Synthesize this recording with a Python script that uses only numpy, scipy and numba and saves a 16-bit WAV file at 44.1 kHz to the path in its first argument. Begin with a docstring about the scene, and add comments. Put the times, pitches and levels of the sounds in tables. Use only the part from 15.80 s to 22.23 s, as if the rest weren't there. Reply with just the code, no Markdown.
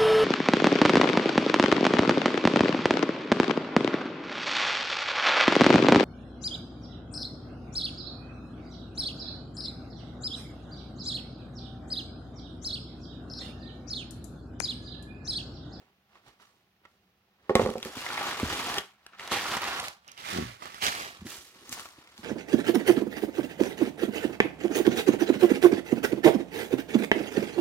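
"""Paper rustles and crackles at close range as hands dig through a cardboard box in a quiet room.
Rustle and sharp snaps are showers of short dying sines, from creases and from the clatter of the knocks.
Something hard knocks on the table and rattles out as ringing modes; soft blows thud on the box.
The box judders once as it slides, each slip kicking its walls. Two ports hear it, with lag and level
between them, over a thin room tail and faint noise."""
import sys
import numpy as np
from scipy import signal
from scipy.fft import rfft, irfft
from scipy.io import wavfile
from numba import njit

SR = 44100
rng = np.random.default_rng(int(sys.argv[2]) if len(sys.argv) > 2 else 0)


def waveform_to_disk(signal):
    """Save audio, clipped to [-1, 1], as 16-bit WAV at the path in sys.argv[1]."""
    frames = np.transpose(np.atleast_2d(signal))
    scaled = np.clip(frames, -1, 1) * 32767
    samples = np.round(scaled).astype(np.int16)
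    wavfile.write(sys.argv[1], SR, samples)


N = 283636

# Tone colour of the rustle. Each row: frequency in Hz, relative level in dB per Hz.
RUSTLE_COLOUR = [(24, -45), (40, -40), (420, 3), (553, -10.5), (747, 2.5), (825, -5), (1230, 0.5),
                 (1580, -4), (3190, -3), (9110, -23), (13300, -25), (15800, -39)]
RUSTLE_TREBLE_DB, RUSTLE_BASS_DB = -14.5, -3.5  # treble and bass of that colour against its middle
# Path of the hands. Each row: time in seconds, lag of left behind right in samples,
# left minus right in dB (before the limits in grains).
HAND_PATH = [(0, -6.5, -4.5), (1.6, -6, -5), (2.0, -4.5, -0.8), (3.3, -3.5, -1), (4.0, 5, -2.5),
             (4.6, 25, -9.5), (5.3, 13, -3.5), (5.6, -5, -4), (6.0, -5, 0.5), (6.43, -6.5, -2)]
# Swells of rustling noise, from handled paper and from the clatter around the knocks.
# Each row: time of full strength in seconds, swell by 20 dB in ms, hold in ms (sign ignored),
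# sink by 20 dB in ms, rustle level in dB, treble above it in dB, bass above it in dB,
# strongest crinkle in Hz.
SWELLS = [(0.0, 50, -1, 135, -61, -17, 3, 880), (0.359, 94, 0, 110, -59.5, -17, -5, 1030),
          (0.476, 63, 1, 101, -57, -11.5, -0.5, 876), (0.613, 47, 4, 120, -59, -10, -8, 1380),
          (0.66, 50, -3, 495, -72.5, 3, 6, 1420), (1.054, 26, 0, 21, -53.5, -30, -5, 1410),
          (1.08, 21, 13, 500, -76.5, 6, 3, 1190), (1.681, 189, 18, 28, -64, -17, 3, 1210),
          (1.7, 8, 0, 59, -42.5, -19.5, 3, 716), (1.757, 8, 1, 50, -33, -12, 4, 900),
          (1.81, 30, 22, 56, -38, -9.5, 3, 800), (1.87, 19, 13, 402, -51, -5.5, 10, 680),
          (2.039, 34, 26, 202, -47, -3, 19, 1370), (2.178, 122, 83, 202, -43, -5, -13, 1570),
          (2.402, 278, 108, 121, -33.5, -12.5, -8.5, 1160), (2.6, 120, 61, 202, -38.5, -8.5, 1, 1140),
          (2.719, 211, 270, 40, -35.5, -9, -4, 1160), (3.008, 21, -10, 124, -52, -5.5, -6.5, 1660),
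          (3.25, 205, 1, 29, -64, -16, -16.5, 1270), (3.272, 17, -10, 128, -65.5, -14, -9, 1470),
          (3.336, 56, -2, 69, -52.5, -23, -47, 1420), (3.401, 31, 83, 55, -43, -13.5, -10, 1400),
          (3.52, 21, 3.5, 153, -26.5, -10.5, -7, 1280), (3.6, 69, 91, 154, -37, -7, -15, 1350),
          (3.74, 215, 27, 64, -32.5, -11.5, -5.5, 1040), (3.822, 45, 165, 111, -34.5, -13, -12, 1240),
          (4.039, 99, 32, 77, -41.5, -6, -20, 900), (4.26, 106, -17.5, 29, -65, -10, -14.5, 900),
          (4.286, 29.5, 3, 67, -51.5, -23, -18.5, 1890), (4.38, 15, 90, 109, -48, -10, -48, 2420),
          (4.498, 120, 74, 202, -37.5, -9, -8.5, 1680), (4.827, 43, 46, 259, -48, -10.5, -4.5, 1110),
          (4.958, 97, 0, 200, -49, -6, -26, 1920), (5.027, 19, 55, 89, -30, -6, -17, 2040),
          (5.12, 32, 88, 193, -38.5, -6.5, -6, 1670), (5.472, 37, 99, 48, -50.5, 4.5, -2.5, 1910),
          (5.6, 50, 3, 400, -59, 5.5, 2, 2330), (5.76, 65, 120, 111, -59, -5.5, 15, 1290),
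          (5.921, 18, 16, 42, -51, 18.5, -12, 1700), (5.985, 239, -4, 217, -47.5, -0.5, -10, 1410),
          (6.2, 204, 142, 103, -60, -8, -4.5, 1250), (6.387, 65, 9, 132, -56.5, -2.5, 2, 1350)]
# The heap settling between swells. One row: rustle level in dB, treble in dB, bass in dB, crinkle in Hz.
SETTLING = (-78, -25.5, 7.5, 1196)
# Sharp snaps and ticks: creases popping, plus the crack and rattle of the knocks.
# Each row: start in seconds, pop level in dB, centre in Hz, edge level in dB.
SNAPS = [(0.3547, -50, 1110, -74), (0.4822, -58, 1130, -55), (0.599, -49.5, 1380, -77),
         (1.0518, -46, 1170, -67), (1.055, -46, 2000, -76), (1.6946, -21, 1080, -59),
         (1.7535, -10, 2100, -19), (1.795, -18.5, 1110, -41.5), (1.8598, -25.5, 1150, -36),
         (1.8726, -37, 1070, -41), (1.888, -36, 1110, -51), (1.9015, -66, 1350, -36),
         (1.9378, -38, 1100, -42.5), (1.981, -41, 2460, -40.5), (2.0008, -45, 1790, -45),
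         (2.0282, -21, 3370, -51), (2.0494, -47, 1860, -35), (2.1553, -54, 1040, -41),
         (2.2129, -36, 2760, -45), (2.264, -24.5, 2060, -50), (2.303, -24.5, 1440, -48),
         (2.331, -34, 1240, -34), (2.3773, -20.5, 2150, -52), (2.4103, -25, 805, -44),
         (2.512, -25, 2100, -39), (2.5987, -27, 1180, -32.5), (2.71, -38, 1150, -46),
         (2.731, -37, 1280, -33), (2.796, -25, 1270, -39), (2.8986, -28, 1060, -52),
         (2.9419, -34, 5500, -30), (2.983, -12.5, 3200, -38), (3.264, -38.5, 1590, -41),
         (3.3342, -44, 1460, -73), (3.3959, -31.5, 2050, -43), (3.4758, -35, 1050, -35),
         (3.52, -23, 1240, -43), (3.5862, -25, 2260, -47), (3.6106, -36, 1400, -52),
         (3.7185, -23, 1040, -34), (3.769, -24, 1100, -28.5), (3.818, -29, 1840, -31),
         (3.8415, -29, 1860, -34), (3.9991, -37, 1080, -27), (4.0826, -46, 4440, -29),
         (4.2461, -54, 1900, -65.5), (4.2786, -36, 5830, -53.5), (4.286, -39, 2850, -61),
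         (4.294, -45, 3080, -60), (4.317, -33.5, 6300, -54.5), (4.3763, -37, 2930, -49),
         (4.455, -33, 2070, -45), (4.5335, -36, 1860, -34), (4.822, -33.5, 1180, -58),
         (4.8556, -33, 1150, -40.5), (4.944, -36, 1200, -42), (5.022, -24, 2530, -44),
         (5.0661, -11.5, 3350, -40), (5.468, -34, 1970, -45), (5.543, -35, 4500, -46),
         (5.8935, -28, 6460, -51), (5.9263, -20.5, 6900, -31), (5.9778, -38, 1020, -50),
         (5.9958, -33, 1360, -33.5), (6.056, -35, 1360, -45), (6.274, -46, 2500, -54),
         (6.3784, -47, 1290, -44.5)]
# Soft thuds of hands on the box. Each row: start in seconds, level in dB, wall tone in Hz, T60 in seconds.
THUDS = [(0.462, -50, 123, 0.08), (1.824, -17, 108, 0.071), (2.166, -28.5, 257, 0.051),
         (2.631, -3.5, 238, 0.017), (2.653, -17, 72.7, 0.052), (2.71, -26, 95, 0.064),
         (2.976, -25.5, 389, 0.035), (3.515, -30.5, 332, 0.043), (3.713, -41.5, 428, 0.12),
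         (3.809, -46, 352, 0.059), (4.024, -42, 484, 0.057), (4.437, -44, 145, 0.05),
         (5.032, -36, 430, 0.16), (5.393, -36, 94.7, 0.064), (5.417, -27, 194, 0.043),
         (5.45, -27.5, 230, 0.04), (5.46, -34, 311, 0.052), (5.579, -35, 69.6, 0.032),
         (5.891, -38, 262, 0.035), (5.907, -43, 258, 0.08), (6.182, -36, 303, 0.023),
         (6.387, -37.5, 221, 0.055), (6.412, -48, 205, 0.062)]
# Hard knocks on the table. Each row: start in seconds, level in dB, contact time in ms.
KNOCKS = [(1.695, -6.5, 1.4), (1.706, -7, 2), (1.753, -4.5, 0.58), (1.762, -22, 1.1), (1.794, -5, 1.1),
          (1.815, -10.5, 1.2), (1.85, -17, 1.2), (1.861, -11, 1.3), (1.889, -9.5, 1.5), (1.91, -18, 1.6),
          (1.954, -19, 1.2), (1.972, -16, 2.3), (2.055, -20, 1.67), (2.068, -29, 1.6)]
# Ringing modes of the table. Each row: frequency in Hz, level in dB, T60 in seconds.
TABLE_MODES = [(124, -32, 0.19), (232, -12.5, 0.08), (307, -8, 0.034), (382.5, -13.5, 0.11),
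               (436, -4.5, 0.071), (476, -3, 0.033), (512, -4, 0.064), (529, -30, 0.037), (704, -6, 0.062),
               (770, -4, 0.032), (857, -12, 0.082), (1074, -12.5, 0.093), (1206, 6, 0.016)]
# Modes of the box walls. Each row: frequency in Hz, width in Hz, level in dB.
BOX_MODES = [(77, 25, -36), (113.6, 12, -6), (194, 37, 3), (239, 65, 9), (324, 84, 2), (350, 30, -4.5),
             (727, 47, -3)]
# Tone colour of the room noise. Each row: frequency in Hz, relative level in dB per Hz.
AIR_COLOUR = [(18, -39), (30, -27), (75, -3.5), (161, -8.5), (193, 1), (301, -32), (775, -12.5), (931, -23),
              (2870, -20), (5990, -29), (7780, -39), (15800, -28.5)]

AIR_DB = -73  # RMS of the noise, both ports averaged
SNAP_CYCLES, SNAP_SHOWER_MS = 22, 2.8  # T60 of the pop in cycles; mean delay of its shower
SLIDE_S, SLIDE_ENDS_S = 4.518, 4.8
SLIPS_PER_S, SLOWING_PER_S2, SLOWEST_SLIPS_PER_S = 98, 230, 44
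JUDDER_DB, JUDDER_FULL_S, JUDDER_FADES_S = -36.5, 4.57, 4.63
JUDDER_SWELL_DB_S, JUDDER_SINK_DB_S = 297, 220
BRIGHT_DB_OCT, DULL_DB_OCT = 4.5, -22.5  # tilt before and after the fade begins
ROOM_T60_S, ROOM_DB, ROOM_TOP_HZ = 0.25, -10, 7000
TOP_HZ = 15900


def undb(db):
    """Turn dB into gain."""
    return 10 ** (np.asarray(db) / 20)


def colour(table, hz):
    """Read a tone colour in dB, interpolated over log frequency."""
    table_hz, db = np.transpose(table)
    return np.interp(np.log(hz), np.log(table_hz), db)


@njit
def ring(out, start, hz, t60, rise, left, right, lag):
    """Add a dying sine per grain, swelling in over rise s; the left port hears it lag samples later."""
    for k in range(len(start)):
        turn = np.exp(2j * np.pi * hz[k] / SR - np.log(1000.) / (t60[k] * SR))
        left_start = start[k] + max(lag[k], 0)
        right_start = start[k] + max(-lag[k], 0)
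        rise_step = np.exp(-1 / (rise[k] * SR))
        z, unrisen = 1 + 0j, 1.
        for i in range(min(int(t60[k] * SR), out.shape[1] - max(left_start, right_start))):
            wave = z.imag * (1 - unrisen)
            out[0, left_start + i] += left[k] * wave
            out[1, right_start + i] += right[k] * wave
            z *= turn
            unrisen *= rise_step
    return out


def hand_pan_db(s):
    """Left minus right in dB, following the hands."""
    path_s, _, pan_db = np.transpose(HAND_PATH)
    return np.interp(s, path_s, pan_db)


def grains(s, hz, t60, gain, pan_db, lag_spread=0., rise=0.):
    """Place dying sines at times s, lagging between the ports according to where the hands are."""
    settings = np.broadcast_arrays(s, hz, t60, gain, pan_db, lag_spread, rise)
    s, hz, t60, gain, pan_db, lag_spread, rise = (1. * v.ravel() for v in settings)
    path_s, path_lag, _ = np.transpose(HAND_PATH)
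    lag = np.round(np.interp(s, path_s, path_lag) + lag_spread).astype(np.int64)
    start = np.clip(s * SR, 0, N).astype(np.int64)
    # the bass bends round the phone, so it differs less between the ports
    pan_db = np.clip(pan_db, -7, 7) * np.clip(hz / 500, .3, 1)
    left, right = gain * undb(pan_db / 2), gain * undb(-pan_db / 2)
    hz = np.clip(hz, 30, SR * .4)
    return ring(np.zeros((2, N)), start, hz, np.abs(t60) + 1e-4, np.abs(rise) + 1e-6, left, right, lag)


def air():
    """Faint room noise: shaped Gaussian noise, nearly alike at both ports in the bass."""
    hz = np.maximum(np.arange(N // 2 + 1) * SR / N, 1)
    mid, side = rfft(rng.standard_normal((2, N))) * undb(colour(AIR_COLOUR, hz))
    side = side * np.clip(hz / 1800, .15, 1)
    noise = irfft(np.array([mid + side, mid - side]), N)
    return noise * undb(AIR_DB) / np.sqrt(np.mean(noise.mean(0) ** 2))


def swells(s):
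    """Sum the power of all swells at times s; the loudest dominate treble, bass and crinkle."""
    t = np.arange(0, N / SR, .001)
    full_s, swell_ms, hold_ms, sink_ms, db, *tones = np.transpose(SWELLS)[:, :, None]
    early_ms = np.maximum(1000 * (full_s - t), 0)
    late_ms = np.maximum(1000 * (t - full_s) - np.abs(hold_ms), 0)
    drop_db = 20 * (early_ms / np.abs(swell_ms) + late_ms / np.abs(sink_ms))
    power = undb(db - drop_db) ** 2
    settling_power = undb(SETTLING[0]) ** 2
    total = power.sum(0) + settling_power
    curves = [10 * np.log10(total)]
    for tone, idle in zip(tones, SETTLING[1:]):
        curves.append(((power * tone).sum(0) + settling_power * idle) / total)
    return [np.interp(s, t, curve) for curve in curves]


def rustle(count=7000, size=20):
    """Bursts at random times, as of buckling creases, each shed a short shower of ticks of every pitch."""
    when, burst_size, place, lag, stray = rng.random((count, 5)).T[:, :, None]
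    delay, pitch, tick_size, sign = rng.random((count, size, 4)).transpose(2, 0, 1)
    s = when * N / SR - .005 * np.log(1 - delay)  # ticks trail off over about 5 ms
    high = np.sqrt(pitch)  # high ticks outnumber low ones, as small creases do large ones
    hz = 60 * 241.4 ** high
    mid_db, treble_db, bass_db, crinkle_hz = swells(s)
    bass_db = np.minimum(bass_db, 3)  # paper alone never booms
    # short high ticks are spread over more Hz
    db = mid_db + colour(RUSTLE_COLOUR, hz) + 20 * np.log10(hz / 1000)
    db += np.clip(np.log2(hz / 2500) / 1.48, 0, 1) * (treble_db - RUSTLE_TREBLE_DB)
    db += np.clip(np.log2(700 / hz) / 0.31, 0, 1) * (bass_db - RUSTLE_BASS_DB)
    # each swell favours one pitch, and each burst strays from it at random
    octaves_off = np.log2(hz / crinkle_hz) + 1.34 * (stray - .5)
    facet = np.exp(-octaves_off ** 2 / 0.031)
    db += 3.7 * facet - 10 * np.log10(high + 0.063)  # the second term offsets the crowding of high ticks
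    # many small, few large
    db += np.minimum(-2.3 * np.log(1 - burst_size), 11)
    db += np.minimum(-(1.0 + 1.0 * facet) * np.log(1 - tick_size), 10)
    pan_db = hand_pan_db(s) + 6 * (place - .5)
    t60 = (8.83 + 8 * facet) / hz + 0.00015
    gain = undb(db - 11) * np.sign(sign - .5)
    return grains(s, hz, t60, gain, pan_db, 9 * (lag - .5), 0.11 / hz)


def snaps(size=24):
    """A sharp snap or tick: a pop at its own pitch with a treble edge, then a shower that thins out."""
    s, db, hz, edge_db = np.transpose(SNAPS)[:, :, None]
    pan_db = hand_pan_db(s)
    pop_hz = hz * np.array([1, 1.7])
    pop = grains(s + .0003, pop_hz, SNAP_CYCLES / pop_hz, undb(db + np.array([0.5, -4])), pan_db)

    delay, detune, sign, edge_delay = rng.random((len(SNAPS), size, 4)).transpose(2, 0, 1)
    sign = np.sign(sign - .5)
    edge_s = s + .0003 + .004 * edge_delay ** 2
    edge_hz = np.geomspace(2500, 14000, size)
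    edge_db = edge_db + np.linspace(15, 5, size) - 8 * edge_delay  # weaker towards the top and when late
    edge = grains(edge_s, edge_hz, 0.00091, undb(edge_db) * sign, pan_db, 0, .00006)

    late = -np.log(1 - delay)
    octaves = np.linspace(-1.2, 2.2, size) + 0.13 * detune
    shower_s = s + .001 + late * SNAP_SHOWER_MS / 1000
    shower_hz = hz * 2 ** octaves
    # weaker when late and away from the pitch of the pop
    fade_db = -4 * late - 12 * (1 - np.exp(-octaves ** 2 / 0.5))
    gain = undb(db + fade_db - 8.5) * sign
    shower = grains(shower_s, shower_hz, 23.0 / shower_hz, gain, pan_db, 0, 0.136 / shower_hz)
    return pop + edge + shower


def thuds():
    """A dull blow on the box: one wall tone, a weaker overtone and a boom below."""
    s, db, hz, t60 = np.transpose(THUDS)[:, :, None]
    part_hz = hz * np.array([1, 1.6, .45])
    part_t60 = t60 / np.array([1, 1.5, .6])
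    gain = -undb(db + np.array([1.5, -6, -8]))
    return grains(s, part_hz, part_t60, gain, -2.1, 0, 0.93 / hz)


def knocks():
    """Each knock rings the modes of the table; a longer contact weakens the high ones."""
    s, db, contact_ms = np.transpose(KNOCKS)[:, :, None]
    hz, mode_db, t60 = np.transpose(TABLE_MODES)
    # each knock lands on another spot, shifting the pitch and level of every mode
    spot, strike = rng.standard_normal((len(KNOCKS), len(TABLE_MODES), 2)).transpose(2, 0, 1)
    mode_db = mode_db + 3 * strike
    detune = 1 + .015 * spot
    softness = 1 / (1 + (hz * contact_ms / 1000) ** 2) ** 1.5
    gain = -undb(db + mode_db - 4.0) * softness
    return grains(s + 0.001, hz * detune, t60, gain, -4.0, 0, contact_ms / 1500)


def judder():
    """Stick-slip: slips kick the box walls, slowing to a floor and turning dull as they fade."""
    t = np.arange(SLIDE_S, SLIDE_ENDS_S, 1 / SR)
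    rate = np.maximum(SLIPS_PER_S - SLOWING_PER_S2 * (t - SLIDE_S), SLOWEST_SLIPS_PER_S)
    slip_count = np.floor(np.cumsum(rate) / SR)
    slips = t[1:][np.diff(slip_count) > 0][:, None]
    db = JUDDER_DB - JUDDER_SWELL_DB_S * np.maximum(JUDDER_FULL_S - slips, 0)
    db = db - JUDDER_SINK_DB_S * np.maximum(slips - JUDDER_FADES_S, 0)
    uneven = rng.standard_normal((len(slips), 2))
    slips = slips + .0005 * uneven[:, :1]
    db = db + 2.5 * uneven[:, 1:]
    tilt_db_oct = np.interp(slips - JUDDER_FADES_S, [-.03, .04], [BRIGHT_DB_OCT, DULL_DB_OCT])
    hz, width_hz, mode_db = np.transpose(BOX_MODES)
    t60 = np.log(1000) / np.pi / width_hz  # a narrow mode rings long
    gain = -undb(db + tilt_db_oct * np.log2(hz / 160) + mode_db)
    return grains(slips, hz, t60, gain, -0.85, 0, 0.00072)


def room(dry):
    """Walls of box and room return a dull, thin, dying tail, unlike left and right above the bass."""
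    t = np.arange(int(.5 * SR)) / SR
    decay = undb(-60 * t / ROOM_T60_S) * np.clip(t / 0.0012, 0, 1)
    mid, side = rng.standard_normal((2, len(t))) * decay
    side = signal.lfilter(*signal.butter(1, 900, "high", fs=SR), side)
    tail = np.array([mid + side, mid - side])
    tail = signal.lfilter(*signal.butter(1, ROOM_TOP_HZ, fs=SR), tail)
    tail = signal.lfilter(*signal.butter(1, 350, "high", fs=SR), tail)
    tail = tail * undb(ROOM_DB) / np.sqrt(np.sum(tail ** 2) / 2)
    return signal.fftconvolve(dry.mean(0)[None], tail, axes=1)[:, :N]


def scene():
    """Mix everything at the box with its room tail and the air."""
    dry = rustle() + snaps() + thuds() + knocks() + judder()
    return dry + room(dry) + air()


def record(dry):
    """The phone drops the deepest bass, rounds the loudest peaks and cuts the top."""
    x = signal.sosfilt(signal.butter(4, 48, "high", fs=SR, output="sos"), dry)
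    x = .8 * np.tanh(x / .8)
    return signal.sosfilt(signal.ellip(12, .2, 90, TOP_HZ, fs=SR, output="sos"), x)


dry = scene()
out = record(dry)
waveform_to_disk(out)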